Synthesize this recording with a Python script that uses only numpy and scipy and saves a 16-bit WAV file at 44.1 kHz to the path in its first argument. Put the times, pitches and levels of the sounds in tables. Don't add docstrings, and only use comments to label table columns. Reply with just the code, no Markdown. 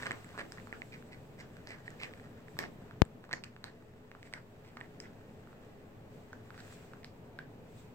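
import sys
import numpy as np
from scipy import signal
from scipy.fft import rfft, irfft, next_fast_len
from scipy.io import wavfile
from scipy.ndimage import uniform_filter1d, map_coordinates

SR = 44100
rng = np.random.default_rng(int(sys.argv[2]) if len(sys.argv) > 2 else 0)


def transcribe(u):
    v = np.clip(np.atleast_2d(u).T, -1, 1)
    q = np.round(v * 32767).astype(np.int16)
    wavfile.write(sys.argv[1], SR, q)


def voltage_ratio(level):
    return 10 ** (np.asarray(level, float) / 20)


N = 350154
TOP_HZ = 15900


def unit(x):
    return x / np.sqrt(np.mean(x ** 2) + 1e-20)


def along(points, hz):
    f, v = np.transpose(points)
    return np.interp(np.log(hz + 1), np.log(f + 1), v)


def wobble(rate):
    knots = rng.standard_normal(int(N * rate / SR) + 4)
    return map_coordinates(knots, [np.arange(N) * rate / SR])


def filtered(x, response):
    m = next_fast_len(x.shape[-1] + 2048)
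    spectrum = rfft(x, m) * response(np.fft.rfftfreq(m, 1 / SR))
    return irfft(spectrum, m)[..., :x.shape[-1]]


def modes(table):
    def response(f):
        total = 0
        for k, (center, width, db) in enumerate(table):
            damping = 1j * f * width
            total = total + (-1) ** k * voltage_ratio(db) * damping / (center * center - f * f + damping)
        return total
    return response


def rush(response, alike, patchy_db):
    z = signal.stft(rng.standard_normal((2, N)), nperseg=512)[2]
    patches = uniform_filter1d(rng.standard_normal(z.shape[1:]), 6, 0)
    patches = unit(uniform_filter1d(patches, 10, 1))
    pair = signal.istft(z * voltage_ratio(patchy_db * patches), nperseg=512)[1][:, :N]

    def mid_side(hz):
        turn = np.arccos(np.clip(along(alike, hz), -1, 1)) / 2
        return response(hz) * (hz < TOP_HZ) * [np.cos(turn), np.sin(turn)]
    mid, side = filtered(pair, mid_side)
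    return unit(np.array([mid + side, mid - side]))


def ports(x, pan_db, lead_s):
    half = np.array([[.5], [-.5]])
    return filtered(np.array([x, x]), lambda f: voltage_ratio(pan_db * half) * np.exp(2j * np.pi * f * lead_s * (half - .5)))


# (frequency [Hz], level [dB])
PORT_COLOUR = [(300, 8), (900, 1.5), (8400, 3), (9300, -7.5), (11000, -12.5), (14000, -8), (16500, -24.5)]


def port_colour(f):
    return voltage_ratio(along(PORT_COLOUR, f))


# (frequency [Hz], t60 [s])
ROOM_DECAY = [(300, 0.332), (2000, 0.1494), (5000, 0.192), (10000, 0.114)]


def tail(length):
    hz, t, z = signal.stft(rng.standard_normal((2, length)), SR, nperseg=256)
    build = 1 - 0.556 * np.exp(-(t / 0.0267) ** 2)
    decay = voltage_ratio(-60 * t / along(ROOM_DECAY, hz)[:, None])
    answer = signal.istft(z * build * decay, SR, nperseg=256)[1][:, :length]
    return answer / np.linalg.norm(answer[0])


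# (frequency [Hz], width [Hz], level [dB])
SHELL_MODES = [(413, 780, -18), (1100, 1030, -12), (1760, 783, -6), (2100, 107, -10), (2970, 1000, -27.5)]
# (frequency [Hz], width [Hz], level [dB])
CLAW_MODES = [(3660, 3250, -8), (5700, 4270, -7.5), (7717, 710, -5), (14070, 2250, -12)]
# (time [s], left port's lead [s])
LEFT_LEAD = [(0, 1.4e-4), (2, 1.6e-4), (4, 1.1e-4), (8, .6e-4)]


def struck(s, contact, db, tone, bright_db, beam, room_db):
    def varied(table):
        return [(hz, width, level + 2 * rng.standard_normal()) for hz, width, level in table]

    def soft(table):
        return lambda f: modes(table)(f) / (1 + 1j * f / 4000) ** 2
    body, edge = varied(SHELL_MODES), varied(CLAW_MODES)
    dull = filtered(contact, soft(body + [tone]))
    sharp = filtered(contact, modes(edge + [beam]))
    top = np.abs(dull).max()
    bright = voltage_ratio(bright_db) / np.abs(sharp).max()
    dull = dull / top
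    near = ports(dull + bright * sharp, pan_db=-4.0, lead_s=np.interp(s, *np.transpose(LEFT_LEAD)))
    broad = filtered(contact, soft(body)) / top
    spread = .85 * dull + 1.3 * broad + .25 * bright * sharp
    spread = spread + bright * voltage_ratio(-4.0) * filtered(contact, modes(edge))
    size = len(contact)
    delayed = np.pad(spread[:size // 2], (180, 0))[None]
    far = signal.fftconvolve(delayed, tail(size), axes=1)[:, :size]
    return voltage_ratio(db) * (near + voltage_ratio(room_db) * far)


def lay(track, s, sound):
    track[:, round(s * SR):][:, :sound.shape[1]] += sound


def blow(s, db, hz, bright_db, beam, width_hz=420, tone_db=2.5):
    t = np.arange(SR // 5) / SR
    contact = (t == 0) + .12 * voltage_ratio(-60 * t / .003) * rng.standard_normal(len(t))
    room_db = -7.5 - 6.5 * np.log2(hz / 1600) + 0.277 * (bright_db + 22)
    return struck(s, contact, db - 4, (hz, width_hz, tone_db), bright_db + 8.5, beam, room_db)


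# (peak time [s], time to fade 10 dB either side [s], roll level [dB], fur level [dB])
CAT_STIRS = [(0.0, 0.1865, -53, -62.5), (0.5, 0.8258, -75.5, -71), (1.66, 0.35, -75, -79),
             (1.9, 0.36, -67, -86.5), (2.03, 0.1137, -78.5, -71), (2.2, 0.41, -70, -80.5),
             (2.61, 0.1027, -73.5, -69.5), (2.87, 0.2, -70, -86), (3.25, 0.01, -70.5, -79),
             (3.73, 0.12, -70.5, -94), (4.27, 0.0765, -79, -76.5), (4.9, 1, -74, -82.5),
             (5.64, 0.31, -72.5, -85.5), (6.16, .08, -80, -74), (6.55, 0.316, -71, -85),
             (6.72, 0.17, -66.5, -66), (7.79, .12, -78, -72)]


def stirring():
    t = np.arange(N) / SR
    power = voltage_ratio([[-79], [-85]]) ** 2
    for s, fade, roll_db, fur_db in CAT_STIRS:
        power = power + voltage_ratio([[2 * roll_db], [2 * fur_db]]) * voltage_ratio(-20 * np.abs(t - s) / fade)
    return np.sqrt(power)


def ball_roll(rolling):
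    bumps = rng.standard_normal(N) * voltage_ratio(np.minimum(5 * wobble(300) + 3 * wobble(40), 13))

    def shell(f):
        return modes(SHELL_MODES[1:])(f) * port_colour(f) * (f < TOP_HZ)
    near = ports(unit(filtered(bumps, shell)), pan_db=-0.5, lead_s=0.0001435)
    roll = unit(near + .8 * rush(shell, [(100, .01)], patchy_db=2.5))
    return voltage_ratio(4.5) * rolling * roll


# (frequency [Hz], density [dB per Hz])
FUR_COLOUR = [(1470, -32), (2500, -1), (2910, -15), (3380, -4.5), (5080, -8), (6650, -9), (7880, -0.5),
              (9920, -23.5), (12000, -26), (15600, -50), (22000, -120)]


def fur_rub(brushing):
    hairs = rush(lambda f: voltage_ratio(along(FUR_COLOUR, f)), [(100, .1)], patchy_db=1.2)
    return voltage_ratio(3.0) * brushing * unit(voltage_ratio(1.5 * wobble(30)) * hairs)


# (time [s], gain [dB])
AUTO_GAIN = [(0.0, 2.5), (0.26, 0.27), (1.13, -0.29), (2.9, 0.14), (3.54, -3.5), (3.94, -3.5),
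             (4.88, -0.97), (7.94, -0.37)]


def gain_control():
    return np.interp(np.arange(N) / SR, *np.transpose(AUTO_GAIN))


# (frequency [Hz], density [dB per Hz])
RUMBLE_COLOUR = [(12, -31), (20, -8.5), (65, -15), (108, -2), (210, -7), (299, -10), (334, -12),
                 (426, -10.5), (608, -13.5), (694, -15), (1410, -27.5), (2010, -31), (4000, -45),
                 (5200, -77), (8800, -120)]
# (frequency [Hz], width [Hz], level [dB])
DUCT_MODES = [(102.4, 27.5, -6), (241.56, 16.1, -3.5), (428.22, 10.5, -3)]
# (frequency [Hz], left-right likeness [-])
PORT_LIKENESS = [(60, 0.924), (150, 0.965), (380, 0.86), (950, 0.246), (2380, -0.35), (5980, -1.53),
                 (15000, -0.95)]


def ventilation(gain_db):
    broad = rush(lambda f: voltage_ratio(along(RUMBLE_COLOUR, f)), PORT_LIKENESS, patchy_db=.8)
    humming = rush(modes(DUCT_MODES), PORT_LIKENESS, patchy_db=.8)
    level = voltage_ratio(-53.5 + gain_db + 0.24 * wobble(2.948))
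    return level * (broad + voltage_ratio(-5.5) * humming) * voltage_ratio([[.4], [-.4]])


# (frequency [Hz], density [dB per Hz])
HISS_COLOUR = [(1470, -4.5), (2500, 0), (2700, -1), (3150, -5.5), (3700, -7.5), (5480, -13), (6900, -13),
               (7560, -16.5), (8890, -21), (15100, -10.5), (15700, -14)]


def microphone_hiss(gain_db, brushing):
    hiss = rush(lambda f: voltage_ratio(along(HISS_COLOUR, f)), [(100, .01)], patchy_db=.3)
    return (voltage_ratio(-72.5 + 0.92 * gain_db) + voltage_ratio(-1) * brushing) * hiss


LID_TONE = (4250, 900, -3)  # (Hz, width Hz, dB)
# (time [s], peak level [dB], shell tone [Hz], bright part [dB])
CLAW_TAPS = [(0.0255, -30, 1790, -12.5), (0.067, -28, 1950, -11), (0.2906, -41.5, 1820, -13),
             (1.5685, -40, 1614, -14), (1.6724, -36, 1720, -8), (2.0144, -38.5, 1273, -8),
             (2.034, -26, 2545, -12.5), (2.137, -37, 1830, -19), (3.2923, -40, 1100, -20),
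             (3.438, -30.5, 2574, -8), (3.4427, -39, 2900, -3), (4.2292, -37.5, 1865, -15),
             (4.2734, -45, 1790, -20.5), (4.3274, -41, 1515, -9), (4.3373, -27, 2000, -7.5),
             (4.7699, -33.5, 1150, -19), (4.7718, -36, 2000, -22), (6.5782, -38.5, 1503, -14),
             (7.032, -44.5, 1940, -15), (7.0453, -37, 1780, -5)]


def claw_taps(track):
    for s, db, hz, bright_db in CLAW_TAPS:
        lay(track, s, blow(s, db, hz, bright_db, LID_TONE))


# (time [s], length [s], level [dB], shell tone [Hz], bright part [dB])
BALL_RATTLES = [(0.026, 0.018, -41, 1750, -23), (0.049, 0.0289, -37.5, 1684, -28),
                (0.337, 0.0446, -56, 1250, -27), (0.372, 0.05, -43, 1770, -18.5),
                (0.913, 0.0537, -55, 2334, -12), (1.11, 0.0433, -55, 2165, -12),
                (1.378, 0.051, -55, 1917, -8.5), (1.661, 0.1074, -51, 2003, -11.5),
                (1.848, 0.054, -60.5, 1760, -9.5), (1.988, 0.0794, -49.5, 2350, -14),
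                (2.596, .075, -50, 1800, -22), (3.308, 0.0168, -48.5, 1753, -26.5),
                (3.648, .06, -59, 1700, -20), (4.239, 0.054, -65, 2230, -11.5),
                (4.343, .055, -58, 1650, -18), (4.628, 0.088, -67.5, 2130, -4.5),
                (4.815, 0.06, -60, 1910, -33.5), (5.02, .05, -58, 1900, -25),
                (6.577, 0.0367, -58, 1577, -9)]


def ball_rattles(track):
    t = np.arange(SR // 5) / SR
    for s, length, db, hz, bright_db in BALL_RATTLES:
        swell = np.abs(np.sin(np.pi * np.clip(t / length, 0, 1)))
        blows = (rng.random(len(t)) < 1000 / SR) * rng.standard_normal(len(t))
        blows = blows + 0.03 * rng.standard_normal(len(t))
        sound = struck(s, swell * blows, db + 10.5, (hz, 340, 3), bright_db + 6.0, LID_TONE, room_db=-7.5)
        lay(track, s, sound)


# (time [s], peak level [dB], shell tone [Hz], bright part [dB], ping [Hz])
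CLAW_SLIPS = [(0.0565, -38, 1990, -10, 7600), (0.1175, -24, 1990, -20, 7700), (0.245, -40, 1946, -12, 8200),
              (0.3923, -29, 1760, -22, 7760), (0.5211, -35, 1590, -5, 4970), (1.6898, -47, 1790, -1, 5000),
              (1.706, -36, 1890, -18, 7440), (1.9044, -46.5, 1990, -4, 7600), (3.0517, -46, 1700, -8, 8100),
              (3.3297, -22.5, 1850, -9, 4200), (3.6415, -31.5, 1690, -4, 4050),
              (4.8054, -39, 1760, -18.5, 7850), (5.002, -39, 1800, 1, 5100), (6.604, -52, 1500, 4, 4000),
              (6.7286, -50, 1500, -5, 8000)]


def claw_slips(track):
    for s, db, hz, bright_db, ping_hz in CLAW_SLIPS:
        lay(track, s, blow(s, db, hz, bright_db, (ping_hz, 450, 6)))


WALL_TONE = (3900, 800, -3)  # (Hz, width Hz, dB)
# (time [s], peak level [dB], shell tone [Hz], bright part [dB])
BALL_KNOCKS = [(0.0907, -42, 1780, -25), (0.1092, -19, 1840, -32.5), (0.3776, -27.5, 1130, -22.5),
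               (0.5746, -39, 1150, -20.5), (0.5994, -39, 1925, -27.5), (0.6719, -36, 1250, -26.5),
               (0.727, -27, 1865, -26.5), (0.819, -27.5, 1940, -33.5), (1.025, -41.5, 1543, -33.5),
               (2.198, -39.5, 1734, -31), (2.4829, -38, 1800, -32), (2.569, -39, 1164, -28.5),
               (2.6084, -35, 1910, -22.5), (2.6393, -25, 1715, -33), (2.9105, -37, 1386, -28),
               (3.2407, -38.5, 1575, -26.5), (3.3118, -30, 1670, -20.5), (3.5643, -37.5, 1700, -27.5),
               (4.1156, -35.5, 1760, -30.5), (4.1505, -37.5, 1320, -33.5), (5.473, -43.5, 1346, -25.5),
               (5.5296, -46, 1270, -24.5), (6.5051, -36, 1425, -23.5), (6.544, -40.5, 1626, -25),
               (6.935, -37, 1455, -18)]


def ball_knocks(track):
    for s, db, hz, bright_db in BALL_KNOCKS:
        lay(track, s, blow(s, db, hz, bright_db, WALL_TONE))


# (time [s], peak level [dB], shell tone [Hz], bright part [dB])
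TUBE_RINGS = [
    (0.582, -35.5, 1920, -31),
    (1.879, -30, 1850, -29),
    (2.5896, -21, 1760, -4.5),
    (3.3355, -21, 1850, -30),
    (4.8115, -29, 1860, -37),
    (6.3307, -32.5, 1530, -17.5),
    (7.389, -30.5, 1560, -15),
]


def tube_rings(track):
    for s, db, hz, bright_db in TUBE_RINGS:
        lay(track, s, blow(s, db, hz, bright_db, WALL_TONE, width_hz=150, tone_db=8))


# (time [s], size [full scale], rise [Hz])
PORT_STEPS = [
    (3.0181, .03, 900),
    (3.01914, 1.06, 7000),
    (3.0222, .04, 500),
    (3.0232, -.06, 500),
]


def port_pop():
    cut_hz, ring_hz, damping = 78, 82, 1.15

    def response(f):
        steps = sum(size * np.exp(-2j * np.pi * f * s) / (1 + 1j * f / hz) ** 2 for s, size, hz in PORT_STEPS)
        hollow = 1 - .7 * modes([(10000, 5000, 0)])(f)
        ring = ring_hz ** 2 - f * f + 1j * f * ring_hz * damping
        low_cut = -f * f / (2 * np.pi / SR) / ((1j * f + cut_hz) * ring)
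        return steps * hollow * low_cut
    return filtered(np.arange(N) == 0, response) * np.array([[1], [0]])


def scene():
    rolling, brushing = stirring()
    gain_db = gain_control()
    steady = ball_roll(rolling) + fur_rub(brushing)
    steady = steady + ventilation(gain_db) + microphone_hiss(gain_db, brushing)
    track = np.zeros((2, N + SR))
    for contacts in (claw_taps, ball_rattles, claw_slips, ball_knocks, tube_rings):
        contacts(track)
    return steady + filtered(track[:, :N], port_colour) + port_pop()


def low_pass(x):
    return signal.sosfilt(signal.butter(12, 16980, fs=SR, output="sos"), x)


def record(dry):
    mix = dry - .0005
    return low_pass(mix)


dry = scene()
out = record(dry)
transcribe(out)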